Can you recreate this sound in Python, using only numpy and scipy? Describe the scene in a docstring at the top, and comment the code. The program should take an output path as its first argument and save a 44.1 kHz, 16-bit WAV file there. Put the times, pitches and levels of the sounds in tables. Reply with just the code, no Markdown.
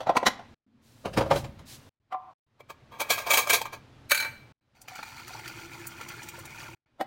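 """A kitchen with hard walls and a low hum, heard in six short moments with near-silent gaps between them.
A lid clacks onto a plastic bin of cans, the bin is pushed onto a fridge shelf, a plastic measuring cup is set
down, a steel lid is unscrewed from a pickle jar and dropped, brine is poured into the cup, a canister lands.
Solid things are bursts of noise played through the resonances of each object; the brine is made of many small
ringing bubbles and spatter, and the hum is filtered noise."""
import sys
import numpy as np
from scipy import signal
from scipy.fft import rfft, irfft
from scipy.io import wavfile
from scipy.ndimage import uniform_filter1d

SR = 44100
rng = np.random.default_rng(int(sys.argv[2]) if len(sys.argv) > 2 else 0)


def dump(signal):
    """Clip the signal to [-1, 1] and save it as 16-bit WAV at the path in sys.argv[1]."""
    limited = np.clip(np.atleast_2d(signal).T, -1, 1)
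    pcm = np.round(limited * 32767).astype(np.int16)
    wavfile.write(sys.argv[1], SR, pcm)


N = 311346
T = np.arange(N) / SR  # time in seconds
SPAN = 32768  # samples in one response or contact
HZ = np.maximum(np.arange(SPAN // 2 + 1) * SR / SPAN, 1)  # frequencies of its spectrum

# when each of the six moments is heard: start_s, end_s [s, s]
MOMENTS = [(-1, .545), (.665, 1.893), (2.0, 2.335), (2.465, 4.523), (4.61, 6.748), (6.86, 7.1)]
# when the pour begins and ends: start_s, end_s [s, s]
POUR_SPAN = (4.7, 6.8)


def undb(db):
    """Turn decibels into a gain."""
    return 10 ** (np.asarray(db) / 20)


def unit(x):
    """Scale to an rms (average strength) of one."""
    return x / np.sqrt(np.mean(x ** 2))


def add(out, x, s):
    """Mix x into out from time s."""
    i = int(s * SR)
    x = x[max(-i, 0):]
    i = max(i, 0)
    out[i:i + len(x)] += x[:max(N - i, 0)]


def colour(points):
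    """Filter that follows (Hz, dB) points and never sounds ahead of its input."""
    hz, db = np.transpose(points)
    cepstrum = irfft(np.log(undb(np.interp(np.log(HZ), np.log(hz), db))))
    # folding the second half onto the first makes the filter respond at once (minimum phase)
    cepstrum[1:SPAN // 2] *= 2
    cepstrum[SPAN // 2 + 1:] = 0
    return np.exp(rfft(cepstrum))


def resonances(modes):
    """Filter that rings at each (Hz, width Hz, dB) mode; a narrower mode rings longer."""
    return sum(undb(db) * 1j * HZ * width / (hz ** 2 - HZ ** 2 + 1j * HZ * width) for hz, width, db in modes)


def body(modes, clack, ring_db, dense_db, dense_t60_s):
    """Response of an object: a broad clack, a crowd of small modes that dies together, and a few strong modes."""
    broad = colour(clack)
    crowd = rng.standard_normal(SPAN) * undb(-60 * np.arange(SPAN) / SR / dense_t60_s)
    crowd_spectrum = rfft(crowd) / np.sqrt(np.sum(crowd ** 2))
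    crowd_spectrum = crowd_spectrum * HZ / (HZ + 1000)  # modes crowd together towards the treble
    ringing = resonances(modes) * broad / abs(broad)  # takes only the timing of the clack
    return broad * (1 + undb(dense_db) * crowd_spectrum) + undb(ring_db) * ringing


def through(x, response):
    """Play a force through a response."""
    return signal.fftconvolve(x, irfft(response))[:N]


def grit(count, spread_db):
    """Dense micro-contacts of very unequal size."""
    sizes = undb(spread_db * np.minimum(rng.exponential(size=count), 5))
    return unit(rng.standard_normal(count) * sizes)


def contacts(hits, response, graze_db, graze_s, spread_db):
    """Each contact grazes in, lands and chatters out, with its own brightness and uneven colour of its spot."""
    out = np.zeros(N)
    lead = 1 / 20  # seconds kept for the graze before the landing
    t = np.arange(SPAN) / SR - lead
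    octaves = np.log2(np.clip(HZ, 700, 8000) / 1000)
    for s, chatter, db, bright in hits:
        graze = undb(graze_db) * np.exp(-abs(t) / graze_s)
        press = np.where(t < 0, graze, np.exp(-abs(t) / max(chatter, 1e-3)))
        spot_db = 2.5 * np.interp(HZ / 300, np.arange(80), rng.standard_normal(80))
        force = rfft(press * grit(SPAN, spread_db))
        sound = irfft(force * response * undb(bright * octaves + spot_db))
        loudest = np.sqrt(uniform_filter1d(sound ** 2, size=353).max())  # strongest 8 ms
        add(out, sound * undb(db) / loudest, s - lead)
    return out


def strokes(rows, attack_s, release_s):
    """Gain over time of (start s, length s, dB) movements: attack, hold, release."""
    return sum(undb(db) * np.clip((T - s) / attack_s, 0, 1) * np.exp(-np.maximum(T - s - length, 0) / release_s)
               for s, length, db in rows)


def surge(rate, depth_db):
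    """A gain that wanders at random, with a new target `rate` times a second."""
    steps = rng.standard_normal(512)
    return undb(depth_db * np.interp(T * rate, np.arange(512), steps))


def hum():
    """A low hum made of noise, faint at the start of each later moment; the fridge drones in the first two."""
    # steady level of the hum in each moment: level_db [dB]
    moment_levels = [-54, -54, -58.5, -54, -54.5, -53.5]
    # tone colour of the hum: pitch_hz, relative_db [Hz, dB]
    hum_colour = [(25,-10), (60,-6.5), (125,4.5), (180,-10.5), (235,-5), (400,-12.5), (1500,-19.5),
                  (4000,-26.5), (15000,-51.5)]
    dip_db, recovery_s = 24, .2
    fridge_hz, fridge_width_hz, fridge_db = 230, 50, -64.5
    level_db = np.zeros(N)
    for (start, _), db in zip(MOMENTS, moment_levels):
        dipped_db = db - dip_db * np.exp(-abs(T - start) / recovery_s)
        level_db = np.where(T > start - .01, dipped_db, level_db)
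    room = unit(through(rng.standard_normal(N), colour(hum_colour))) * undb(level_db)
    fridge = resonances([(fridge_hz, fridge_width_hz, 0)]) ** 2
    drone = unit(through(rng.standard_normal(N), fridge))
    return room + drone * undb(fridge_db) * (T < MOMENTS[1][1])


def kitchen(x, wet_db, t60_s, treble_t60_s):
    """Diffuse echo from tiles and cupboards; the treble dies first."""
    t = np.arange(SPAN) / SR
    noise = rng.standard_normal(SPAN)
    low = irfft(rfft(noise) / (1 + (HZ / 5000) ** 4))
    treble = noise - low
    tail = low * undb(-60 * t / t60_s) + treble * undb(-60 * t / treble_t60_s)
    tail = tail * (t > .004)  # the first echo arrives after 4 ms
    return x + undb(wet_db) * through(x, rfft(tail) / np.sqrt(np.sum(tail ** 2)))


def canister():
    """A wood-lidded canister knocks once on the counter and its shell rings briefly."""
    # the landing: start_s, chatter_s, level_db, brightness [s, s, dB, dB per octave]
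    landing = [(7.011, 0.003, -23.5, -1.5)]
    # ringing of the shell: pitch_hz, width_hz, relative_db [Hz, Hz, dB]
    modes = [(253,60,-10), (635,42,-9), (770,71,9.5), (1320,104,-7), (1910,14,-12), (3430,77,-7)]
    # broad colour of the knock: pitch_hz, relative_db [Hz, dB]
    clack = [(80,-20), (240,-3.5), (450,-10.5), (780,4.5), (900,-14), (1400,-12.5), (3500,-24), (16000,-40)]
    shell = body(modes, clack, ring_db=-5, dense_db=2.0, dense_t60_s=0.064)
    return contacts(landing, shell, graze_db=-6, graze_s=0.0052, spread_db=5.5)


def measuring_cup():
    """The empty cup lands on two edges and rings on as it is dragged a little."""
    # the two edges landing: start_s, chatter_s, level_db, brightness [s, s, dB, dB per octave]
    edges = [(2.127,0.01,-30.5,-4), (2.146,0.0068,-27.5,-7.5)]
    # the drag on the counter: start_s, length_s, level_db [s, s, dB]
    drag_rows = [(2.16, 0.15, -51)]
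    # ringing of the cup: pitch_hz, width_hz, relative_db [Hz, Hz, dB]
    modes = [(356,19,-23.5), (740,15,1), (943,18,-12), (1034,15,-10), (1178,16,-9), (2000,46,-24)]
    # broad colour of the contact: pitch_hz, relative_db [Hz, dB]
    clack = [(150,-44.5), (420,-29), (730,-10.5), (1050,-6), (1600,-22), (3200,-22), (7000,-58),
             (16000,-72)]
    cup = body(modes, clack, ring_db=9.0, dense_db=-4, dense_t60_s=.04)
    landing = contacts(edges, cup, graze_db=0.0, graze_s=0.0055, spread_db=1)
    drag_colour = colour([(500, 0.5), (1000, 4.5), (3000, -9.5)])
    drag = unit(through(grit(N, spread_db=-1.5), cup * drag_colour))
    return landing + drag * strokes(drag_rows, attack_s=.04, release_s=0.018)


def plastic_bin():
    """The lid clacks shut; the loaded bin bumps, rumbles and hisses along the fridge shelf."""
    # the lid is pressed and snaps shut: start_s, chatter_s, level_db, brightness [s, s, dB, dB per octave]
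    lid_hits = [(0.006, 0.017, -33, -2), (0.068, 0.027, -25.5, -6), (0.095, 0.0091, -15, -6),
                (0.152, 0.02, -23, -6.5), (0.168, 0.0066, -15, -0.5), (0.229, 0.012, -24, -5),
                (0.267, 0.0087, -14, 0.5), (0.392, 0.018, -40.5, -4)]
    # the bin bumps on the shelf: start_s, level_db, brightness [s, dB, dB per octave]
    shelf_hits = [(1.056, -26.5, -1), (1.136, -39.5, 3), (1.175, -18, 0.5), (1.21, -21, -1.5),
                  (1.262, -31.5, -1.5), (1.311, -14, -1), (1.36, -23.5, 1), (1.444, -40, 2.5),
                  (1.592, -51, 3)]
    # plastic and skin slide in the fridge: start_s, length_s, level_db [s, s, dB]
    slides = [(.81, 0.55, -65.5), (1.32, 0.061, -41.5), (1.65, 0.1, -48), (1.78, 0.11, -67)]
    # ringing of the bin, then of the shelf: pitch_hz, width_hz, relative_db [Hz, Hz, dB]
    lid_modes = [(251.2, 39, -13.5), (572, 24, -4.5), (726, 160, -5.5), (890, 65, -8), (1018, 50, -3),
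                 (1356, 160, -6.5), (1905, 35, -9.5), (5850, 150, -14)]
    shelf_modes = [(127.7, 16, -8), (549.5, 32, 0.5), (734, 70, -24.5), (918, 23, -13.5)]
    # broad colour of the lid, of the shelf and of the sliding: pitch_hz, relative_db [Hz, dB]
    lid_clack = [(60,-22.5), (250,-9.5), (340,-10.5), (770,-1), (1600,-17.5), (3600,-13), (6000,-22),
                 (7200,-29.5), (16000,-41.5)]
    shelf_clack = [(30,-26), (60,-9.5), (127,-13), (230,-7), (460,-8), (740,-6), (1590,-19), (3400,-23.5),
                   (16000,-55)]
    rub_colour = [(200, -6.5), (1000, -8.5), (2500, -4.5), (4000, 0.5), (8000, -3.5), (15000, -9.5)]
    bump_chatter_s = 0.017
    # the shelf rumbles most as the bin is pushed home
    push_s, rumble_db, rise_db_per_s, fall_db_per_s = 1.34, -31, 68.5, 74

    lid = body(lid_modes, lid_clack, ring_db=-1.5, dense_db=-9, dense_t60_s=0.04)
    clacks = contacts(lid_hits, lid, graze_db=-6.5, graze_s=0.0045, spread_db=5)

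    shelf = body(shelf_modes, shelf_clack, ring_db=2.5, dense_db=-5, dense_t60_s=0.038)
    knocks = [(s, bump_chatter_s, db, bright) for s, db, bright in shelf_hits]
    bumps = contacts(knocks, shelf, graze_db=-3.5, graze_s=0.0046, spread_db=2.5)

    rumble_colour = colour([(30, -18.5), (85, 1.5), (135, -2.0), (200, -10.5), (400, -22.5), (1500, -53)])
    rumble = unit(through(rng.standard_normal(N), rumble_colour))
    push_db = rumble_db - np.maximum(rise_db_per_s * (push_s - T), fall_db_per_s * (T - push_s))
    on_shelf = T > shelf_hits[0][0]

    hiss = unit(through(rng.standard_normal(N), colour(rub_colour)))
    sliding = hiss * strokes(slides, attack_s=0.051, release_s=0.024)
    return clacks + bumps + rumble * undb(push_db) * on_shelf + sliding


def rocking(count):
    """The lid rocks from side to side on its rim, each touch sooner, weaker and duller than the last."""
    start_s, first_gap_s, gap_ratio, chatter_s = 4.147, .028, .93, .013
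    first_db, loss_db = -22, 2  # loss per touch
    first_bright, dulling = 2.9, 1.3  # dB per octave, and its loss per touch
    light_side_db = -1.5  # every second touch falls on the lighter side
    k = np.arange(count)
    gaps = first_gap_s * gap_ratio ** k
    times = start_s + np.cumsum(gaps) - gaps
    levels = first_db - loss_db * k + light_side_db * (k % 2)
    return [(s, chatter_s, db, first_bright - dulling * i) for i, s, db in zip(k, times, levels)]


def pickle_jar():
    """The lid scrapes over the glass thread, damped by the hand; on the counter it rings freely."""
    # the lid catches on the thread: start_s, chatter_s, level_db [s, s, dB]
    thread_hits = [(2.607, 0.0027, -46), (2.699, 0.01, -38.5), (2.92, 0.083, -46), (3.004, 0.013, -27),
                   (3.017, 0.003, -26.5), (3.103, 0.024, -17), (3.179, 0.029, -29.5), (3.266, 0.044, -29.5),
                   (3.307, 0.017, -17), (3.336, 0.017, -16.5), (3.373, 0.023, -16.5), (3.473, 0.008, -28),
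                   (3.499, 0.013, -16.5), (3.532, 0.021, -15.5), (3.616, 0.0097, -28),
                   (3.654, 0.013, -32.5), (3.73, 0.016, -37)]
    # the loose lid meets the counter: start_s, chatter_s, level_db, brightness [s, s, dB, dB per octave]
    counter_hits = [(4.098, 0.0099, -34, 5), (4.11, 0.0057, -22.5, 2), (4.118, 0.0045, -13.5, 1.5),
                    (4.262, 0.066, -41, -2)]
    # the lid rubs round the thread: start_s, length_s, level_db [s, s, dB]
    twist = [(3.01, 0.574, -44)]
    # ringing of the held lid on the jar, then of the free lid: pitch_hz, width_hz, relative_db [Hz, Hz, dB]
    held_modes = [(590,44,-6.5), (705,24,-7), (905,22,-2.5), (1078,40,-1), (1182,40,-1), (1624,55,-1.5),
                  (2312,43,4), (2514,32,-0.5), (3244,170,-4.5), (3756,67,-7), (4047,50,-4), (4500,28,-6.5),
                  (6380,37,-4.5), (6900,20,-15.5)]
    free_modes = [(583,50,-12), (895,8.9,-4.5), (1487,35,-3.5), (1566,30,-5), (2320,20,9.5),
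                  (2550,5.9,-10.5), (2850,9,-11), (3750,9,-14), (4022,18,3.5), (4460,5.4,-8.5),
                  (6510,22,-9.5), (8441,5.5,-13)]
    # broad colour of each, held then free: pitch_hz, relative_db [Hz, dB]
    held_clack = [(80,-26), (240,-15), (400,-4), (1200,-6.5), (1950,-10), (2400,-4), (2750,-12), (4300,-17),
                  (5050,-15.5), (6500,-12.5), (8000,-14.5), (15000,-14)]
    free_clack = [(150,-27.5), (1000,-9), (1600,-1.5), (3300,-12.5), (4400,-6), (5100,-24), (6000,-16),
                  (11000,-18), (15000,-15)]
    # a harder catch is brighter: dB per octave for each dB over the neutral level
    neutral_db, bright_per_db = -21, 0.21

    held = body(held_modes, held_clack, ring_db=4.5, dense_db=-0.5, dense_t60_s=0.045)
    catches = [(s, chatter, db, bright_per_db * (db - neutral_db)) for s, chatter, db in thread_hits]
    thread = contacts(catches, held, graze_db=-5, graze_s=0.0048, spread_db=4)
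    rub_colour = colour([(1500, -3), (6000, -13.5)])
    rubbing = unit(through(grit(N, spread_db=4), held * rub_colour))
    twisting = rubbing * strokes(twist, attack_s=0.017, release_s=0.023)

    free = body(free_modes, free_clack, ring_db=8.0, dense_db=-6.5, dense_t60_s=0.14)
    touches = list(counter_hits) + rocking(count=5)
    clatter = contacts(touches, free, graze_db=-3.5, graze_s=0.0024, spread_db=1.5)
    return thread + clatter + twisting


def bubbles(count, low_hz, high_hz, cycles, glide, spread_db):
    """Trapped air rings for a few cycles and rises in pitch as it nears the surface."""
    out = np.zeros(N)
    start, end = POUR_SPAN
    for when, pitch, life, size in rng.random((count, 4)):
        hz = low_hz * (high_hz / low_hz) ** pitch
        decay = cycles * (.5 + life) / hz
        age = np.arange(int(5 * decay * SR)) / (SR * decay)  # counted in decay times
        ring = np.sin(2 * np.pi * hz * decay * age * (1 + glide * age)) * np.exp(-age)
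        add(out, ring * undb(spread_db * size) * np.sqrt(hz), start + when * (end - start))
    return out


def pour():
    """Bubbles and spatter sound in the cup: first they drum on its bare floor, then the filling cup gurgles."""
    # brine dribbles, then streams: start_s, length_s, level_db before the pool and surges [s, s, dB]
    stream_rows = [(4.745, 0.136, -69.5), (4.875, 1.9, -51)]
    # the loudest splashes: start_s, level_db, brightness [s, dB, dB per octave]
    splash_hits = [(4.817, -49.5, 9), (4.883, -41, -1), (4.956, -41, -2), (4.991, -38.5, -8.5),
                   (5.03, -36.5, -5), (5.28, -44, 2.5), (5.349, -40, -16), (5.394, -42, -5),
                   (5.479, -39, -0.5), (5.87, -35, 26), (6.012, -37.5, -4), (6.088, -41.5, 7),
                   (6.232, -45, 3), (6.288, -39, 5), (6.391, -47, 17), (6.455, -44, 5)]
    # ringing of the cup under the pour: pitch_hz, width_hz, relative_db [Hz, Hz, dB]
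    modes = [(898,116,-1.5), (1400,93,5.5), (2310,260,-2.5), (4340,200,-10.5), (5600,430,-16)]
    # broad colour of the pour: pitch_hz, relative_db [Hz, dB]
    pour_colour = [(200,-19), (480,-18.5), (660,-20), (950,-9), (2400,-3.5), (3900,-10), (7500,-10),
                   (11000,-16.5), (15000,-14)]
    # once the pool is deep enough to trap air, the pour grows louder
    pool_s, pool_rise_s, pool_gain_db = 5.14, 0.34, 2
    plop_db, spatter_db = -9, -2.5  # relative to the froth
    splash_decay_s = 0.0052
    gurgle_db, gurgle_fade_db_per_s = -52, 4.5
    thrum_hz, thrum_width_hz, thrum_db = 121, 64, -56.5  # the stream thrums low on the filled cup
    # the cup's wall rings less and less until the brine covers it
    wall_hz, wall_width_hz, wall_db, wall_covered_s = 4520, 700, 1.5, 6.3

    cup = body(modes, pour_colour, ring_db=-0.5, dense_db=-1, dense_t60_s=0.062)
    pour_start, pour_end = POUR_SPAN
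    pouring = (T > pour_start) & (T < pour_end)
    pool = np.clip((T - pool_s) / pool_rise_s, 0, 1)

    froth = through(bubbles(count=3600, low_hz=400, high_hz=6500, cycles=5, glide=.004, spread_db=22), cup)
    plops = bubbles(count=70, low_hz=400, high_hz=2800, cycles=7, glide=.005, spread_db=14)
    spatter = unit(through(grit(N, spread_db=4.5), cup))
    stream = froth / froth[pouring].std()
    stream = stream + undb(plop_db) * plops / plops[pouring].std()
    stream = stream + undb(spatter_db) * spatter

    flow = strokes(stream_rows, attack_s=0.0097, release_s=0.0058)
    flow = flow * undb(pool_gain_db * pool) * surge(rate=35, depth_db=2.5)
    splashes = [(s, splash_decay_s, db, bright) for s, db, bright in splash_hits]
    liquid = stream * flow + contacts(splashes, cup, graze_db=-6, graze_s=0.003, spread_db=3.5)

    bare = np.clip((5.2 - T) / 0.52, 0, 1)  # brine covers the floor of the cup and damps it
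    drumming = through(liquid * bare, resonances([(752, 45, 13.4)]))
    uncovered = np.clip((wall_covered_s - T) / (wall_covered_s - pour_start), 0, 1)
    wall = through(liquid * uncovered, resonances([(wall_hz, wall_width_hz, wall_db)]))

    gurgle_colour = colour([(230, -24), (310, -10.0), (338, 1.5), (375, -11.5), (520, -27), (2000, -56.5)])
    gurgle = unit(through(grit(N, spread_db=10.5), gurgle_colour))
    fading_db = gurgle_db - gurgle_fade_db_per_s * (T - pool_s)
    thrum = unit(through(rng.standard_normal(N), resonances([(thrum_hz, thrum_width_hz, 0)]) ** 2))
    deep = gurgle * undb(fading_db) + thrum * undb(thrum_db)
    return liquid + drumming + wall + deep * pool * pouring


def scene():
    """All the handling in the room, over the low hum of the kitchen."""
    handling = plastic_bin() + measuring_cup() + pickle_jar() + pour() + canister()
    in_room = kitchen(handling, wet_db=-18, t60_s=0.41, treble_t60_s=0.19)
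    return (in_room + hum())[None]


def record(dry):
    """Near silence between the moments; the loudest peaks are rounded and the top is cut steeply."""
    top_hz, gap_db, ceiling = 15950, -41.5, .65
    live = sum((T > start) & (T < end) for start, end in MOMENTS)
    gate = uniform_filter1d(live * 1., size=130) + undb(gap_db)  # edges last about 3 ms
    rounded = ceiling * np.tanh(dry * gate / ceiling)
    return signal.sosfilt(signal.ellip(12, .2, 80, top_hz, fs=SR, output="sos"), rounded)


dry = scene()
out = record(dry)
dump(out)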